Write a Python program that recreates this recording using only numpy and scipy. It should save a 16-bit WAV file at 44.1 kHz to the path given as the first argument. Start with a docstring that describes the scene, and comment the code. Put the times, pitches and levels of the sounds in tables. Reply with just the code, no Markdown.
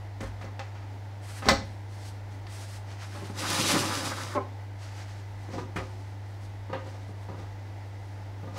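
"""A small laundry room: a hand grips a dryer door and pulls its latch open, a plastic basket is dragged over
the floor and set down, then damp clothes are pushed into the steel drum. Knocks are short pushes that ring
damped tones, with bursts of noise; dragging and sliding cloth are uneven noise. Behind them an appliance
hums at twice the mains frequency as a sine, and its fan fills the room with coloured noise.
Both channels carry the same sound."""
import sys
import numpy as np
from scipy import signal
from scipy.fft import rfft, irfft, next_fast_len
from scipy.io import wavfile
from scipy.ndimage import map_coordinates

SR = 44100
rng = np.random.default_rng(int(sys.argv[2]) if len(sys.argv) > 2 else 0)


def put_to_file(sound):
    """Save the sound as 16-bit audio at rate SR, in the file named by the first command-line argument."""
    columns = np.atleast_2d(sound).T  # one column per channel
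    safe = np.clip(columns, -1, 1)
    whole_steps = np.round(safe * 32767)
    wavfile.write(sys.argv[1], SR, whole_steps.astype(np.int16))


N = 378378  # length of the scene in samples


def door_latch():
    """Hand and latch knock on the dryer door, and each knock rings its panel in a few fading tones."""
    # knocks: (time [s], peak of the ringing [dB], edge above it [dB],
    #          thud above it before a 2 dB cut [dB], contact length [s])
    door_knocks = [(.205, -33, -10, 4, 0.01), (.229, -36, -14, -3, 0.022), (.411, -40, -12, -13, 0.017),
                   (.439, -39.5, -13, -2, 0.032), (.593, -30, -10.5, -20, 0.0082),
                   (.749, -46, -20, -12, 0.042), (1.422, -31.5, -26, -12, .012),
                   (1.456, -26.5, -13, -11, .0071), (1.465, -24, -21, 1.5, 0.016),
                   (1.4855, -10, -3.5, -12, 0.014), (1.511, -19, -11, 1.5, 0.013),
                   (2.467, -39.5, -11, -39, 0.006)]
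    # tones of the door: (frequency [Hz], level before hardness and chance [dB], time to fall 60 dB [s])
    door_modes = [(178, -6.5, 0.071), (284, 0, 0.091), (541, -2.5, 0.23), (676, -5, 0.096),
                  (804.3, 2, 0.18), (1078, -2.5, 0.05), (1250, -5, 0.067), (1620, -2, 0.036),
                  (1757, -1, 0.054), (2005, -7, 0.091)]
    dry_knocks = knocks(door_knocks, door_modes, clatter_db=-4.5, firm_db=-1.0)
    return echoes(dry_knocks, room_db=-5.5)


def basket_landing():
    """The plastic basket bumps with short, dull tones, and its rim judders as it settles."""
    # knocks: (time [s], peak of the ringing [dB], edge above it [dB],
    #          thud above it before a 2 dB cut [dB], contact length [s])
    basket_knocks = [(3.15, -35, -25, -10, 0.039), (3.219, -38, -25, 4, 0.015),
                     (3.297, -36, -25, 5.5, 0.011), (3.706, -23, -18, -16, 0.0069),
                     (3.739, -32, -14, 10, 0.016), (3.763, -29, -14, 11.5, 0.009),
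                     (3.805, -32, -13, 6.5, .014), (3.972, -35, -20, 6.5, 0.011),
                     (4.351, -25, -30, -11, 0.013), (4.412, -36, -40, -6, 0.012)]
    # tones of the basket: (frequency [Hz], level before hardness and chance [dB], time to fall 60 dB [s])
    basket_modes = [(149, -12, 0.076), (280, -11, 0.067), (390, -4, 0.081), (580, -0.5, 0.16),
                    (840, -2, 0.047), (1060, -4, 0.055), (1280, -12, 0.045), (1580, -21, 0.044),
                    (2370, -26, 0.057)]
    dry_knocks = knocks(basket_knocks, basket_modes, clatter_db=-12, firm_db=2.0)
    return echoes(dry_knocks + settle(), room_db=-7)


def drum_knocks():
    """Pushing in damp clothes knocks the steel drum, which rings with one longer tone among short ones."""
    # knocks: (time [s], peak of the ringing [dB], edge above it [dB],
    #          thud above it before a 2 dB cut [dB], contact length [s])
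    drum_contacts = [(5.487, -43.5, -19, 4, 0.018), (5.532, -36, -14, 2, 0.039),
                     (5.579, -31.5, -18, -3.5, 0.016), (5.619, -49, -13, 2, 0.016),
                     (5.759, -30, -16, 2.5, 0.0086), (5.784, -34.5, -12, -7.5, 0.021),
                     (6.697, -35, -30, -7, 0.0082), (6.729, -26.5, -25, -15.5, .015),
                     (6.861, -44, -28, 2, 0.019), (6.941, -48, -9, -2, 0.015),
                     (7.087, -43.5, -25, 4, 0.0095), (7.284, -40.5, -19.5, -1.5, 0.041),
                     (7.389, -42.5, -14, -2, 0.022), (8.159, -48, -28, -2, 0.016),
                     (8.431, -40, -24, 1, .015), (8.473, -39.5, -31, 2, 0.009),
                     (8.541, -42, -14, -4, 0.016), (8.557, -37, -24, -11, 0.025)]
    # tones of the drum: (frequency [Hz], level before hardness and chance [dB], time to fall 60 dB [s])
    drum_modes = [(272, -6, 0.1), (367.5, -5, 0.7), (523, 3.5, 0.11), (806.5, -5, 0.2), (970, -1, 0.087),
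                  (1223, -0.5, 0.11), (1405, -11, .07), (1973, -4.5, 0.074), (2460, -15, .06),
                  (2670, -18, .06)]
    dry_knocks = knocks(drum_contacts, drum_modes, clatter_db=-5.0, firm_db=-3.0)
    return echoes(dry_knocks, room_db=-1.5)


def knocks(events, modes, clatter_db, firm_db):
    """Each contact is a short uneven push that rings the body, with an edge and a thud of its own strength."""
    # unpitched middle of a contact, before hardness tilts it: (frequency [Hz], relative level [dB])
    clatter_colour = [(250, -38), (400, 3.5), (1200, -2), (2600, -14.5), (4500, -25), (9000, -80)]
    # sharp edge of a contact: (frequency [Hz], relative level [dB])
    edge_colour = [(1350, -14), (2300, -3), (2620, -26), (3640, 2.5), (4270, -1), (5700, -1), (8390, -13.5),
                   (9240, -25), (15700, -26)]
    # heavy part of a contact: (frequency [Hz], relative level [dB])
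    thud_colour = [(40, -34), (110, 2), (180, 6.5), (290, 7), (420, 0), (600, -22), (900, -38), (2000, -90)]
    dulling = 0.31  # dB per octave of hardness lost for each dB of thud: heavy contacts are soft
    out = np.zeros(N)
    t = np.arange(SR // 4) / SR
    fade = np.cos(np.pi / 2 * t / t[-1]) ** 2
    for start, db, edge_db, thud_db, length in events:
        hardness_db = firm_db - dulling * thud_db  # dB per octave

        push = np.exp(-t / length) * (1 - np.exp(-t / (0.069 * length)))
        first_blow = 0.13 * np.exp(-((t - 0.0004) / 0.00016) ** 2)
        chatter = 0.12 * push * rng.standard_normal(len(t))
        ring = ringing(modes, t, hardness_db)
        body = signal.fftconvolve(ring, chatter + first_blow)[:len(t)] * fade
        body = body / np.abs(body).max()

        tilted = [(hz, level + hardness_db * np.log2(hz / 900)) for hz, level in clatter_colour]
        clatter = amp(clatter_db) * puff(tilted, push)
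        edge = amp(edge_db) * puff(edge_colour, push ** 1.56)
        thud = amp(thud_db - 2.0) * puff(thud_colour, push ** 0.96)
        add(out, start, amp(db) * (body + clatter + edge + thud))
    return out


def settle():
    """Stick-slip: a quick train of slips that slows, swells and dies, each ringing the plastic."""
    # judders of the rim: (time [s], peak [dB], length [s], slip rate at start [Hz], slip rate at end [Hz])
    judders = [(4.356, -15.5, 0.037, 286.4, 237)]
    # tones of the rim: (frequency [Hz], level before hardness and chance [dB], time to fall 60 dB [s])
    rim_modes = [(388, 4.5, 0.098), (584, -4.5, 0.12), (872, 0.5, 0.034), (1064, 0.5, 0.035),
                 (1230, -11, 0.024), (2180, -14.5, 0.015)]
    out = np.zeros(N)
    t = np.arange(SR // 5) / SR
    for start, db, length, first_hz, last_hz in judders:
        progress = np.clip(t / length, 0, 1)
        slip_hz = first_hz + (last_hz - first_hz) * progress
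        turns = np.floor(np.cumsum(slip_hz) / SR)
        slips = np.diff(turns, prepend=-1)  # one click for each whole turn, and one at the start
        swell = (0.59 + 1.7 * progress) * (1 - progress ** 2)
        force = slips * swell * amp(2.0 * rng.standard_normal(len(t)))
        soft_start = 1 - np.exp(-(t / 0.00065) ** 2)  # plastic gives a little
        ring = ringing(rim_modes, t, hardness_db=1.5) * soft_start
        groan = signal.fftconvolve(force, ring)[:len(t)]
        add(out, start, amp(db) * groan / np.abs(groan).max())
    return out


def drag():
    """The basket's rim scrapes the floor as uneven noise; the judder shakes its walls and base."""
    # the drag over time: (time [s], scrape level [dB], wall level above the scrape [dB])
    drag_path = [(3.35, -55, 2), (3.39, -37.5, -2.5), (3.444, -39, 1), (3.506, -32.5, -3.5),
                 (3.688, -29, -5), (3.716, -28, -0.5), (3.76, -32.5, -1.5), (3.96, -38, 2),
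                 (4.04, -39.5, -2), (4.066, -35.5, 0), (4.14, -43.5, 2), (4.212, -43, 2), (4.35, -50, 1)]
    # colour of the scrape: (frequency [Hz], relative level [dB])
    scrape_colour = [(1060, -35), (1800, -6.5), (2430, -1), (3210, -1.5), (3850, -0.5), (4140, -2),
                     (5060, -1), (5490, -2), (10200, -9), (15700, -24)]
    # resonances of the rim: (frequency [Hz], width [Hz], unused)
    rim_peaks = [(2430, 67, 0), (2880, 68, -2), (3880, 130, 0), (4360, 86, -1), (4950, 210, -1),
                 (6060, 110, -2), (8690, 120, -7), (9300, 41, -8), (10400, 37, -8)]
    # colour of the walls: (frequency [Hz], relative level [dB])
    wall_colour = [(260, -43), (450, -16), (549, 5.5), (607, -2.5), (953, 2), (1190, 3.5), (2200, -5.5),
                   (2860, -43), (4840, -120)]
    # colour of the base: (frequency [Hz], relative level [dB])
    base_colour = [(68, -35), (115, 1.5), (232, -0.5), (280, 3.5), (394, -1.5), (443, -7), (550, -1.5),
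                   (720, -46), (1210, -120)]
    db, wall_db, gate = curves(drag_path)
    # the base is 7.5 dB below the scrape at its loudest, and swings less than the scrape
    base_db = db.max() - 7.5 + 0.73 * (db - db.max())
    scrape_noise = friction(scrape_colour, grain_db=1.87, peaks=rim_peaks, lift_db=3.0)
    scrape = amp(db + 1.1 * wobble(40)) * scrape_noise
    wall = amp(db + wall_db + 2.0 * wobble(40)) * friction(wall_colour, grain_db=0.6)
    base = amp(base_db + 2.9 * wobble(25)) * noise(base_colour)
    return echoes(gate * (scrape + wall + base), room_db=-8.5)


def rustle():
    """Sleeves, hand and laundry slide over each other and the machine; some landings add a short scuff."""
    # cloth and skin sliding: (start [s], length [s], hiss at start [dB], hiss at end [dB],
    #                          body above the hiss [dB], sizzle above the hiss [dB])
    slides = [(0.283, .1, -72, -72, -1, -13), (0.663, 0.22, -70, -67, 6.5, -25),
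              (1.242, 0.15, -56.5, -50, -1.5, -3), (1.433, 0.053, -55, -45.5, 4, -13),
              (1.65, .2, -68, -73, 0, -4), (1.9, .13, -64, -56.5, -13, -7),
              (2.059, 0.036, -53, -55.5, -19, -5.5), (2.32, 0.054, -61, -69, -6, -8),
              (2.5, 0.27, -53.5, -50.5, -5, -5.5), (2.872, .17, -63, -54.5, 2.5, -12),
              (3.07, 0.24, -55.5, -53.5, 0, -6.5), (4.795, 0.096, -58, -56, -1, -11),
              (4.92, .28, -56, -58, 0.5, -11.5), (5.25, 0.19, -73, -66, -8, -8),
              (5.458, .14, -66, -51.5, 2.5, -12), (5.85, .28, -62, -65, -2, -9),
              (6.2, .26, -75, -63.5, -8, -7), (6.81, 0.23, -62.5, -64, -1, -12),
              (7.08, 0.022, -67, -68, -6, -5), (7.19, 0.049, -71, -67, -5, -6),
              (7.387, 0.044, -65, -61, 2, -12), (7.5, 0.15, -71, -67, -3, -28),
              (7.853, 0.33, -74, -71, -11, -8), (8.528, 0.053, -68, -46, -12, -12)]
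    # a hand or cloth brushes as it lands: (time [s], hiss level before the fade in and fall [dB],
    #                                      body above the hiss [dB], sizzle above the hiss [dB])
    scuffs = [(.207, -47.5, 5.5, -6), (.415, -61, 12, -7), (.594, -52.5, 9, -22), (5.761, -47.5, 13.5, -8),
              (6.731, -64, 22, -22)]
    # colour of the cloth's hiss: (frequency [Hz], relative level [dB])
    hiss_colour = [(2200, 1), (3000, 2), (4500, 5), (6500, 2), (8000, -5.5), (10000, -47)]
    # colour of the cloth's fuller body: (frequency [Hz], relative level [dB])
    body_colour = [(150, -26), (400, -12.5), (900, 5), (2000, 4.5), (3200, -3.5), (5000, -47)]
    # colour of the cloth's high sizzle: (frequency [Hz], relative level [dB])
    sizzle_colour = [(6500, -16), (8000, 1.5), (11000, -5.5), (15700, -19)]
    slide_rise, slide_fall, scuff_fall = 600, 290, 244  # dB per second
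    scuff_rise = 0.0034  # seconds
    hiss = friction(hiss_colour, grain_db=0.0)
    body = friction(body_colour, grain_db=2.0)
    sizzle = friction(sizzle_colour, grain_db=1.5)
    layers = np.array([hiss, body, sizzle])
    t = np.arange(N) / SR
    gains = np.zeros((3, N))
    for start, length, first_db, last_db, body_db, sizzle_db in slides:
        end = start + length
        db = np.interp(t, [start, end], [first_db, last_db])
        db = db - slide_rise * np.maximum(start - t, 0)
        db = db - slide_fall * np.maximum(t - end, 0)
        gains += amp(db) * amp([[0], [body_db], [sizzle_db]])
    for start, db, body_db, sizzle_db in scuffs:
        fade_in = np.clip((t - start) / scuff_rise, 0, 1)
        brush = fade_in * amp(db - scuff_fall * np.abs(t - start))
        gains += brush * amp([[0], [body_db], [sizzle_db]])
    return amp(2.5 * wobble(30)) * np.sum(gains * layers, axis=0)


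def sway():
    """The cabinet sways on its feet after a push, and the steel drum rings on in one tone: soft-starting sines
    that die away."""
    # booms of the cabinet and one ring of the drum: (time [s], level before the soft start and fall [dB],
    # frequency [Hz], time to fall 60 dB [s])
    booms = [(.23, -33, 56, 0.6), (.45, -44, 56, .4), (1.469, -25, 66, .5), (5.55, -39, 60.3, 0.46),
             (5.769, -33, 66, 0.39), (5.775, -44, 367, 0.77)]
    out = np.zeros(N)
    t = np.arange(SR) / SR
    for start, db, hz, t60 in booms:
        soft_start = 1 - np.exp(-t / 0.012)
        tone = np.sin(2 * np.pi * hz * t)
        add(out, start, amp(db - 60 * t / t60) * soft_start * tone)
    return out


def appliance():
    """A transformer-like hum, a faint rumble and the fan's rush through its housing."""
    # colour of the fan's rush: (frequency [Hz], relative level [dB])
    fan_colour = [(74, -21), (125, -4), (133, -13.5), (207, -7), (225, -16.5), (286, -5.5), (412, -12.5),
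                  (683, -9.5), (771, -8.5), (925, -10.5), (1110, -19), (2000, -18), (2540, -24.5),
                  (5380, -29.5), (9000, -39.5), (15700, -45.5)]
    # narrow resonances of the fan housing: (frequency [Hz], width [Hz], unused)
    fan_peaks = [(278, 8.1, 0), (868, 43, -1), (1412, 6.8, -11), (2006, 71, -10)]
    # colour of the rumble: (frequency [Hz], relative level [dB])
    rumble_colour = [(20, -32), (34, -16), (40, 5), (46, 5), (58, -10), (66, -8), (76, 6.5), (88, -3),
                     (110, -21), (190, -120)]
    hum_db, fan_db, rumble_db = -39.5, -50, -56.5  # middle rms levels, each wobbling a little
    hum_hz = 99.94 + 0.13 * wobble(0.726)
    phase = 2 * np.pi * np.cumsum(hum_hz) / SR
    hum = np.sqrt(2) * amp(hum_db + 0.15 * wobble(2.65)) * np.sin(phase)
    rush = unit(filtered(rng.standard_normal(N), peaked(fan_colour, fan_peaks, lift_db=4.5)))
    fan = amp(fan_db + 0.46 * wobble(13)) * rush
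    rumble = amp(rumble_db + 1.4 * wobble(3.02)) * noise(rumble_colour)
    return hum + fan + rumble


def echoes(x, room_db):
    """x with the small room's answer: a noise tail in which each frequency dies at its own speed."""
    # how long the room rings: (frequency [Hz], time to fall 60 dB [s])
    room_decay = [(60, 0.6), (250, 0.34), (1000, 0.28), (6000, 0.34), (12000, 0.22)]
    hz, t, bands = signal.stft(rng.standard_normal(SR // 2), SR, nperseg=256)
    decay = amp(-60 * t / along(room_decay, hz)[:, None])
    tail = signal.istft(bands * decay, SR, nperseg=256)[1]
    tail = tail / np.linalg.norm(tail)
    late = np.pad(x, (130, 0))  # the answer starts about 3 ms later
    return x + amp(room_db) * signal.oaconvolve(late, tail)[:N]


def ringing(modes, t, hardness_db):
    """Damped tones at slightly new strengths; a hard blow favours the upper ones."""
    hz, db, t60 = np.transpose(modes)[:, :, None]
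    db = db + hardness_db * np.log2(hz / 900) + 2 * rng.standard_normal(hz.shape)
    return np.sum(amp(db - 60 * t / t60) * np.sin(2 * np.pi * hz * t), axis=0)


def puff(spectrum, push):
    """A burst of noise shaped by a push, then coloured; its rms is that of the push."""
    burst = filtered(push * rng.standard_normal(len(push)), lambda hz: amp(along(spectrum, hz)))
    return unit(burst) * np.sqrt(np.mean(push ** 2))


def friction(spectrum, grain_db, peaks=(), lift_db=0):
    """Fibres and grit catch and slip: noise whose strength jumps every 8 samples, coloured, at rms 1."""
    grain_sizes = rng.exponential(size=N // 8 + 1).repeat(8)[:N]
    grains = rng.standard_normal(N) * amp(grain_db * grain_sizes)
    return unit(filtered(grains, peaked(spectrum, peaks, lift_db)))


def noise(spectrum, size=N):
    """Coloured noise of rms 1."""
    return unit(filtered(rng.standard_normal(size), lambda hz: amp(along(spectrum, hz))))


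def peaked(spectrum, peaks, lift_db):
    """A smooth spectrum with narrow resonances standing on it, as a function of frequency."""
    def response(hz):
        bumps = sum(1 / (1 + (2 * (hz - centre) / width) ** 2) for centre, width, _ in peaks)
        return amp(along(spectrum, hz) + lift_db * bumps)
    return response


def filtered(x, response):
    """x with each frequency scaled by a response."""
    size = next_fast_len(len(x) + 4096, real=True)
    hz = np.fft.rfftfreq(size, 1 / SR)
    return irfft(rfft(x, size) * response(hz), size)[:len(x)]


def along(points, hz):
    """Reads a curve of (frequency, value) points on a log frequency axis."""
    f, v = np.transpose(points)
    return np.interp(np.log(hz + 1), np.log(f + 1), v)


def curves(rows):
    """One value per sample for each column after the time, and a gate that fades outside the table."""
    s, *columns = np.transpose(rows)
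    t = np.arange(N) / SR
    gate = np.interp(t, [s[0] - 0.03, s[0], s[-1], s[-1] + 0.03], [0, 1, 1, 0])
    return [np.interp(t, s, column) for column in columns] + [gate]


def wobble(rate):
    """A smooth random curve with rate random points a second."""
    points = rng.standard_normal(int(N * rate / SR) + 4)
    return map_coordinates(points, [np.arange(N) * rate / SR])


def amp(db):
    """Gain of a level in dB."""
    return 10 ** (np.asarray(db) / 20)


def unit(x):
    """x at rms 1."""
    return x / np.sqrt(np.mean(x ** 2) + 1e-20)


def add(out, start, sound):
    """Mixes a sound into out at start seconds."""
    part = out[round(start * SR):][:len(sound)]
    part += sound[:len(part)]


def scene():
    """All the sources are summed into one signal for both channels."""
    handling = door_latch() + basket_landing() + drum_knocks()
    mono = handling + drag() + rustle() + sway() + appliance()
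    return np.array([mono, mono])


def record(dry):
    """Only frequencies below the band limit are kept."""
    top_hz = 15750
    return np.array([filtered(x, lambda hz: hz < top_hz) for x in dry])


dry = scene()
out = record(dry)
put_to_file(out)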